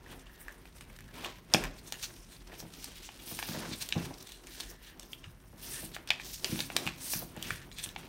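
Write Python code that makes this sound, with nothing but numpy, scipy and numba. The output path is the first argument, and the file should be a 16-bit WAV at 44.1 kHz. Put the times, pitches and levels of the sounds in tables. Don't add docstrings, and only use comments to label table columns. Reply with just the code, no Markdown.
import sys
import numpy as np
from scipy import signal
from scipy.fft import rfft, irfft
from scipy.io import wavfile
from scipy.ndimage import uniform_filter1d
from numba import njit

SR = 44100
rng = np.random.default_rng(int(sys.argv[2]) if len(sys.argv) > 2 else 0)


def store_pcm(level_fs):
    pcm = np.round(np.clip(level_fs, -1, 1) * 32767).astype(np.int16)
    wavfile.write(sys.argv[1], SR, np.atleast_2d(pcm).T)


N = 356328


def undb(db):
    return 10 ** (np.asarray(db) / 20)


def unit(x):
    return x / np.sqrt(np.mean(x ** 2))


@njit
def svf(x, centre_hz, width_hz):
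    y, band_state, low_state = np.empty(len(x)), 0., 0.
    for i in range(len(x)):
        g = np.tan(np.pi * centre_hz[i] / SR)
        k = width_hz[i] / centre_hz[i]
        v = (band_state + g * (x[i] - low_state)) / (1 + g * (g + k))
        band_state = 2 * v - band_state
        low_state += 2 * g * v
        y[i] = k * v
    return y


def band(x, centre_hz, width_hz):
    return signal.lfilter(*signal.iirpeak(centre_hz, centre_hz / width_hz, fs=SR), x)


def walk(rate_hz):
    hold = int(SR / rate_hz)
    steps = np.repeat(rng.standard_normal(N // hold + 1), hold)
    return 1.49 * uniform_filter1d(steps, hold)[:N]


def grit(clicks_per_s, spread_db, smooth):
    chance = rng.random((3, N))
    size_db = np.minimum(-spread_db * np.log(chance[2] + 1e-9), 11.)
    clicks = (chance[0] < clicks_per_s / SR) * np.sign(chance[1] - .5) * undb(size_db)
    return unit(clicks) + smooth * rng.standard_normal(N)


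def add(out, start_s, x):
    i = int(start_s * SR)
    out[i:i + len(x)] += x[:N - i]


def air():
    # (relative, per Hz)
    air_spectrum = [(44, -25), (75, 12), (184, 10.5), (774, -31), (1480, -32.5), (1740, -14.5), (7630, -33),
                    (8540, -46), (10400, -29), (13400, -26), (16000, -27.5)]
    air_db, swell_db = -60, 1.5
    hum_hz, hum_width_hz, hum_db = 41.2, 19, -56.5
    flip_s, puff_db, puff_hz = 1.65, -36.5, 39.0

    hz = np.maximum(np.arange(N // 2 + 1) * SR / N, 1)
    f, db = np.transpose(air_spectrum)
    air_shape = undb(np.interp(np.log(hz), np.log(f), db))
    hum_shape = np.exp(-((hz - hum_hz) / hum_width_hz) ** 2)
    murmur = irfft(rfft(rng.standard_normal(N)) * air_shape, N)
    hum = irfft(rfft(rng.standard_normal(N)) * hum_shape, N)
    t = np.arange(N) / SR - flip_s
    puff = undb(puff_db) * np.exp(-(t / 0.042) ** 2) * np.sin(2 * np.pi * puff_hz * t)
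    return unit(murmur) * undb(air_db + swell_db * walk(3.37)) + unit(hum) * undb(hum_db) + puff


def hands():
    # time_s, rustle_db, hiss_db, rumble_db
    hold_levels = [(0.0, -72.5, -68.5, -59), (0.6, -66.5, -64.5, -62.5), (1.4, -69.5, -68, -60),
                   (2.3, -66, -62.5, -60.5), (4.2, -82.5, -60.5, -59.5), (5.0, -75.5, -68, -61),
                   (5.5, -77, -66.5, -63.5), (6.05, -79, -69, -57), (6.9, -62, -78, -65),
                   (7.33, -71, -78, -55), (7.7, -77, -65, -60.5), (8.08, -55.5, -63, -57.5)]
    # start_s, end_s, rustle_db, hiss_db, rumble_db, flap_db, ring_hz
    stroke_table = [(0.088, 0.17, -66, -60, -56, -58, 2267), (1.172, 1.306, -48, -57, -50.5, -53, 2410),
                    (1.547, 1.652, -48.5, -52, -58, -46.5, 2330), (1.97, 2.093, -59, -54, -75, -64, 4420),
                    (2.48, 2.68, -60.5, -73, -63, -63.5, 2980), (2.743, 3.166, -56, -62, -78, -84, 3200),
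                    (3.229, 3.55, -51.5, -47, -59, -75, 3600),
                    (3.528, 3.712, -50, -49.5, -46.5, -51.5, 3700),
                    (3.77, 3.903, -53, -53.5, -68, -63, 3500), (3.966, 4.075, -51, -51, -44.5, -60, 3100),
                    (4.482, 4.712, -56, -56.5, -59, -84, 3850), (4.817, 4.896, -61, -61, -70, -74, 2930),
                    (5.01, 5.15, -68, -64, -60, -72, 3430), (5.643, 5.85, -50, -43.5, -54.5, -62, 3300),
                    (6.12, 6.193, -56, -81, -78, -76, 2350), (6.237, 6.396, -49.5, -48.5, -77, -72, 4960),
                    (6.45, 6.636, -49, -43, -54, -59.5, 3120), (6.733, 6.85, -51, -49, -50.5, -64, 3460),
                    (6.983, 7.197, -53, -51.5, -61, -62, 4100), (7.433, 7.536, -45, -47.5, -57, -70, 2480),
                    (7.785, 7.885, -76, -53.5, -78, -80, 3430)]
    hold_ring_hz, hold_flap_db = 2686, -71.5
    rise_db_per_s, fall_db_per_s = 273.5, 160
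    arch_db = 3

    t = np.arange(0, N, 32) / SR
    hold_s, *columns = np.transpose(hold_levels)
    levels_db = [np.interp(t, hold_s, c) for c in columns] + [np.full(len(t), hold_flap_db)]
    power = undb(2 * np.array(levels_db))
    weighted_hz = power[0] * hold_ring_hz
    for start, end, *db, hz in stroke_table:
        edge_db = np.minimum(np.minimum(rise_db_per_s * (t - start), fall_db_per_s * (end - t)), 0)
        position = np.clip((2 * t - start - end) / (end - start), -1, 1)
        shape = undb(2 * (edge_db - arch_db * position ** 2))
        power = power + undb(2 * np.array(db))[:, None] * shape
        weighted_hz = weighted_hz + undb(2 * db[0]) * shape * hz
    curves = (*10 * np.log10(power), weighted_hz / power[0])
    return [np.interp(np.arange(N) / SR, t, c) for c in curves]


def fibre_hiss(force):
    # centre_hz, width_hz (each of two passes), level_db
    hiss_bands = [(5630, 2000, 11), (9300, 2800, 15), (13900, 9800, 8)]
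    waver_db = 2
    out = 0
    for k, (hz, width_hz, db) in enumerate(hiss_bands):
        gain = undb(db + waver_db * (walk(11.0) + walk(90)))
        out = out + (-1) ** k * gain * band(band(force, hz, width_hz), hz, width_hz)
    return unit(out)


def desk(force):
    # freq_hz, level_db, t60_s
    desk_modes = [(96.3, 1, 0.2), (138.4, 1.5, 0.22), (167.7, 1.5, 0.17), (217.3, 0.5, 0.16), (264, 5, 0.1),
                  (324, 5.5, 0.093), (368.4, 2.5, 0.064), (524, -5.5, 0.084), (900, -28, 0.32),
                  (1084.5, -29.5, 0.21)]
    out = 0
    for k, (hz, db, t60_s) in enumerate(desk_modes):
        pole = np.exp(2j * np.pi * hz / SR - np.log(1000) / (t60_s * SR))
        out = out + (-1) ** k * undb(db) * signal.lfilter([1], [1, -pole], force).imag
    return out


def sheet_flap(flap_db):
    # freq_hz, width_hz, level_db
    flap_modes = [(566, 106, 2.5), (690, 130, -2), (933, 97, -1), (1065, 52, 1.5), (1590, 680, -3.5)]
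    shake = grit(300, spread_db=1.5, smooth=0.72)
    rings = sum((-1) ** k * undb(db) * band(shake, hz, width_hz)
                for k, (hz, width_hz, db) in enumerate(flap_modes))
    return unit(rings) * undb(flap_db + 3.66 * walk(35))


def crease_pops(rustle_db, hiss_db):
    pop_ms = 2.8
    ms = np.arange(-400, 400) * 1000 / SR
    clicks = np.abs(grit(38, spread_db=-2.0, smooth=0))
    puffs = signal.fftconvolve(clicks, np.exp(-(ms / pop_ms) ** 2), "same")
    level_db = np.minimum((rustle_db + hiss_db) / 2, -57.0) - 3.0
    return unit(band(puffs * rng.standard_normal(N), 3100, 5000)) * undb(level_db)


def sliding():
    rustle_db, hiss_db, rumble_db, flap_db, ring_hz = hands()
    grip_db = walk(45) * np.interp(hiss_db, [-54, -52], [1.87, 1.53])

    slips = grit(700, spread_db=8.0, smooth=1.0)
    sheet = svf(svf(slips, ring_hz, 1.55 * ring_hz), ring_hz, 1.2 * ring_hz)
    rustle = sheet + 0.062 * band(band(slips, 2500, 2500), 2140, 3500)
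    hiss = fibre_hiss(0.16 * slips + grit(3600, spread_db=16.0, smooth=1.0))

    pull = grit(200, spread_db=-0.5, smooth=1.63)
    desk_ring = unit(np.diff(desk(pull), prepend=0))
    rumble = desk_ring + 0.91 * unit(band(band(pull, 400, 750), 290, 3200))

    out = crease_pops(rustle_db, hiss_db) + sheet_flap(flap_db)
    out += unit(rustle) * undb(rustle_db + grip_db) + hiss * undb(hiss_db + grip_db)
    return out + unit(rumble) * undb(rumble_db + 1.84 * walk(30))


def flutter(noise, ring_hz, spots, ms):
    uneven = np.abs(np.repeat(noise[::128], 128))
    shake = noise * uneven * np.minimum(ms / 5.3, 1) * np.exp(-ms / 29.0)
    modes = sum(band(shake, ring_hz * 2 ** (2.1 * spot - 1.1), 280.0) for spot in spots)
    x = modes + 0.061 * band(shake, ring_hz, 2.0 * ring_hz)
    return x / np.abs(x).max()


def snaps():
    # start_s, ring_peak_db, ring_hz, width_ratio (first pass width / ring_hz),
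    # treble_db, body_db, flutter_db (all three relative to the ring's peak)
    snap_table = [(0.0618, -43.5, 1700, 0.3, -25, -30, -24), (0.4819, -32, 1660, 0.22, -21, -31, -28),
                  (0.492, -43, 1750, 0.22, -22, -36, -26), (0.511, -47, 1650, .3, -13, -28, -15),
                  (0.6544, -41.5, 2400, 0.65, -18, -16, -16), (0.809, -34, 2470, 0.75, -15.5, -21, -13),
                  (0.988, -40.5, 2050, 0.55, -13, -20, -12), (1.0058, -41, 1900, .6, -11, -24, -17),
                  (1.2454, -28.5, 3100, .14, -17, -24, -4.5), (1.5376, -2.5, 4500, 0.96, -41, -25, -21),
                  (1.5455, -9, 2700, 0.47, -25, -10, -18), (1.638, -23, 2670, .55, -16, -30, -11),
                  (1.877, -41, 3760, 0.82, -14, -33, -24), (1.923, -19, 3700, 1, -17, -20.5, -17),
                  (2.6021, -31.5, 5030, 0.65, -14, -18.5, -28), (2.843, -35.5, 4700, .6, -1.5, -16.5, -8),
                  (3.0894, -34, 2560, 0.25, -34, -11.5, -15), (3.3895, -22, 2700, 0.87, -36, -15.5, -13),
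                  (3.4263, -24.5, 2880, 0.37, -25, -12.5, -11), (3.4883, -30, 5400, 0.38, -23, -14, -17),
                  (3.515, -39, 1500, .3, -25, -18, -22), (3.823, -27.5, 4640, 0.62, -15, -33, -27),
                  (3.8885, -28, 3700, 0.32, -10, -22, -11.5), (3.924, -15.5, 3240, 0.41, -32, -28, -21),
                  (3.979, -33, 4000, .6, -28, -9, -5), (4.32, -32, 3840, 0.77, -16, -26, -17),
                  (4.4701, -36.5, 3500, 1, -13, -33, -10), (4.601, -29, 3900, .9, -19, -22, -25),
                  (4.6057, -26.5, 4400, 0.25, -13, -26, -32), (4.996, -39, 5340, 0.59, -4.5, -15, -5),
                  (5.1312, -27.5, 3200, .2, -21, -40, -34), (5.241, -37.5, 2620, 0.39, -35, -33, -10),
                  (5.9463, -37.5, 3870, 0.25, -8, -40, -18), (5.953, -40, 3500, .6, -8, -35, -25),
                  (5.964, -27.5, 1920, 0.36, -34, -12.5, -14.5), (6.074, -32, 3150, 0.49, -14, -27, -0.5),
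                  (6.104, -11, 3030, 0.31, -29, -19.5, -25), (6.114, -20, 2240, 0.55, -34, -22, -9.5),
                  (6.198, -31.5, 2280, 0.36, -35, -15, -5.5), (6.4445, -13.5, 2960, 1.0, -31, -25, -20),
                  (6.512, -35, 3200, .8, -16, -30, -25), (6.558, -29, 3280, .6, -18, -19, -15),
                  (6.591, -22.5, 3320, 0.8, -19, -20.5, -22), (6.6039, -14.5, 3460, 0.94, -32, -32, -24),
                  (6.7012, -30, 2280, 0.28, -28, -8, -8), (6.7651, -10, 3780, 0.99, -16.5, -23.5, -20),
                  (6.857, -38, 3400, .6, -18, -30, -25), (6.866, -23.5, 2700, 0.41, -18, -17, -7.5),
                  (6.8742, -17.5, 2840, 0.35, -24, -17, -33), (6.887, -33, 3410, 0.4, -29, -28, -25),
                  (7.1353, -28.5, 2200, 0.56, -22, -9.5, -10), (7.3648, -40.5, 1600, 0.66, -9, -15, 1),
                  (7.426, -26.5, 3050, 0.55, -10.5, -30, -33), (7.505, -20, 1840, 0.42, -22, -20, -32),
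                  (7.7148, -37, 3450, .5, -22, -19, -5.5), (7.785, -32.5, 3550, 0.25, -10, -39, -8),
                  (7.8602, -31.5, 3150, 0.48, -18, -20, -13), (7.8896, -33, 3430, 0.43, -15, -26, -28),
                  (7.9613, -26.5, 2870, 0.26, -42, -13, -21)]
    chatter_ms = 1.97
    out, ms = np.zeros(N), np.arange(6144) * 1000 / SR
    noise = rng.standard_normal((len(snap_table), 4, len(ms)))
    spots = rng.random((len(snap_table), 6))
    jolt = np.exp(-((ms - .7) / 0.04) ** 2)
    chatter_env = np.minimum(ms / 0.36, 1) ** 2 * np.exp(-ms / chatter_ms)

    def energy(x):
        return x / np.sqrt(np.sum(x ** 2) / 180)

    for (s, db, hz, width, treble_db, body_db, flutter_db), n, spot in zip(snap_table, noise, spots):
        burst = jolt + 0.65 * n[:3] * chatter_env
        ring = band(band(burst[0], hz, width * hz), 0.82 * hz, min(1.72 * width, 2) * hz)
        tick = band(band(burst[1], 8700, 6000), 6500, 14000)
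        flap = band(band(burst[2], 965, 1120), 440, 1350)
        crack = ring / np.abs(ring).max() + undb(treble_db) * energy(tick) + undb(body_db) * energy(flap)
        add(out, s, undb(db) * (crack + undb(flutter_db) * flutter(n[3], hz, spot, ms)))
    return out


def scuffs():
    # centre_s, ring_db, length_ms (nominal), ring_hz, hiss_db (relative to the ring)
    scuff_table = [(0.116, -53, 50, 2930, -15), (0.269, -53.5, 11, 2680, -31), (0.415, -55.5, 39, 1710, 4),
                   (0.524, -51.5, 7.9, 2000, 1), (0.901, -52, 7, 2350, -3), (1.09, -56, 8, 1770, -8),
                   (1.259, -43, 55, 980, -28), (1.255, -46.5, 45, 3200, -20), (1.789, -52, 18, 4260, -2),
                   (1.879, -55.5, 64, 3900, 6), (2.04, -36, 32, 4220, -2.5), (2.332, -55.5, 65, 3700, -3),
                   (2.368, -55, 6.3, 4300, -15), (2.408, -53, 4.8, 3780, -16), (2.476, -50, 4.1, 4970, -8),
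                   (2.524, -48, 12, 1820, -31), (2.601, -54.5, 32, 5560, 10), (2.842, -55.5, 130, 4700, 4),
                   (3.062, -49.5, 38, 6340, -6), (3.199, -47, 12, 3200, -6), (3.313, -50, 14, 2940, -14),
                   (3.734, -40.5, 40, 3900, -10), (3.821, -37, 27, 4160, 1.5),
                   (4.142, -46.5, 4.7, 4800, -6), (4.183, -47.5, 6, 4840, -2), (4.208, -47.5, 13, 4600, -8),
                   (4.227, -49, 5.2, 5000, 6), (4.272, -50.5, 5.6, 3460, 4), (4.294, -57, 8.6, 3650, 1),
                   (4.31, -54, 150, 3820, -4.5), (4.605, -49, 40, 3900, 1), (4.703, -56, 35, 5980, 8.5),
                   (4.873, -55.5, 56, 3300, -9), (5.03, -54, 8, 3530, 8), (5.123, -61.5, 26, 5200, 13.5),
                   (5.243, -53, 24, 2800, -20), (5.948, -43.5, 25, 3730, -9), (6.61, -41.5, 66, 3850, -1),
                   (6.87, -51, 8, 2720, -26), (7.134, -42.5, 140, 4600, 9), (7.791, -43, 44, 3660, -9),
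                   (7.841, -39.5, 19, 3440, 0)]
    out, slips = np.zeros(N), grit(1500, spread_db=4.5, smooth=0.83)
    hiss = fibre_hiss(slips)
    for s, db, ms, hz, hiss_db in scuff_table:
        half = int(2 * ms * SR / 1000)
        here = slice(max(int(s * SR) - half, 0), int(s * SR) + half)
        t = np.arange(here.start, min(here.stop, N)) / SR - s
        swell = np.exp(-np.abs(t * 2200 / ms) ** 1.23)
        upper = band(band(slips[here], hz, .5 * hz), hz, 0.35 * hz)
        ring = unit(upper + 0.73 * band(slips[here], 0.72 * hz, 0.63 * hz))
        out[here] += undb(db) * swell * (ring + undb(hiss_db) * hiss[here])
    return out


def gap():
    # start_s, end_s, level_db
    gap_spells = [(0.19, 0.54, -64), (4.457, 4.97, -62.5), (5.72, 5.82, -51.5), (7.335, 7.658, -56.5)]
    gap_hz, gap_width_hz = 1780, 230
    t, rub = np.arange(N) / SR, rng.standard_normal(N)
    gain = sum(undb(db) * np.clip(np.minimum(t - start, end - t) / 0.021, 0, 1)
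               for start, end, db in gap_spells)
    whistle = band(rub, gap_hz, gap_width_hz) + 0.27 * band(rub, 1.56 * gap_hz, 2 * gap_width_hz)
    return gain * undb(1.3 * walk(15)) * unit(whistle)


def thumps():
    # start_s, thump_peak_db, pat_db (relative to the thump), contact_ms (softer pad: longer, deeper)
    thump_table = [(1.536, -25.5, -11, 2.3), (2.528, -53, 9, 1.4), (2.625, -43, 1.5, 2.7),
                   (2.65, -43, -2, 2.6), (2.688, -49, -10, 3), (3.313, -40, 1, 1.5),
                   (3.483, -32.5, -6, 1.9), (3.546, -36, 1.5, 0.9), (3.564, -38, 1, 3.2),
                   (3.592, -38, -9, 1.1), (3.616, -44, -9, 1.2), (3.676, -38, -16, 0.83),
                   (3.707, -35, -25, 1.5), (3.953, -24, -14, 3.1), (3.966, -32.5, 0, 1.3),
                   (4.106, -52, 13.5, 2.8), (5.26, -42, -24, 7.4), (5.53, -46.5, -2.5, 1.8),
                   (5.828, -37, -6, 1.4), (6.097, -50, -22, 2.5), (6.486, -35, -28, 1.7),
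                   (6.518, -24.5, -24, 1.5), (6.591, -37, -0.5, 1.6), (6.854, -31.5, -17, 1.9),
                   (7.146, -35, -20, 2.7), (7.22, -37.5, 0, 2.1), (7.364, -38.5, -4.5, 2.5),
                   (7.445, -44, -20, 3.8), (7.505, -36.5, -13, 6.8), (7.856, -46, -6, 2.7)]
    out, ms = np.zeros(N), np.arange(SR // 3) * 1000 / SR
    noise = rng.standard_normal((len(thump_table), len(ms)))
    for (s, db, pat_db, contact_ms), n in zip(thump_table, noise):
        blow = desk(np.sin(np.pi * np.minimum(ms / contact_ms, 1)))
        pat = band(band(n * np.exp(-ms / 9.9), 570, 440), 520, 820)
        add(out, s, undb(db) * (blow / np.abs(blow).max() + undb(pat_db) * pat / np.abs(pat).max()))
    return out


def room(x):
    # centre_hz, t60_s, level_db (total energy)
    tail_bands = [(162, 0.52, -19), (597, 0.5, -22), (2020, 0.1, -19), (5060, 0.37, -33),
                  (10700, 0.21, -11)]
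    t = np.arange(SR // 2) / SR
    tail = 0
    for hz, t60_s, db in tail_bands:
        envelope = undb(-60 * t / t60_s) * np.minimum(t / 0.00079, 1) ** 2
        part = band(rng.standard_normal(len(t)), hz, 2.06 * hz) * envelope
        tail = tail + undb(db) * part / np.sqrt(np.sum(part ** 2))
    return x + signal.fftconvolve(x, tail)[:N]


def scene():
    return (room(snaps() + thumps() + scuffs()) + sliding() + gap() + air())[None]


def record(dry):
    top_hz = 15750
    dipped = dry - 0.5 * band(dry, 10190, 2200)
    port = signal.sosfilt(signal.butter(4, 33., "high", fs=SR, output="sos"), dipped)
    return signal.sosfilt(signal.ellip(10, .2, 70, top_hz, fs=SR, output="sos"), port)


dry = scene()
out = record(dry)
store_pcm(out)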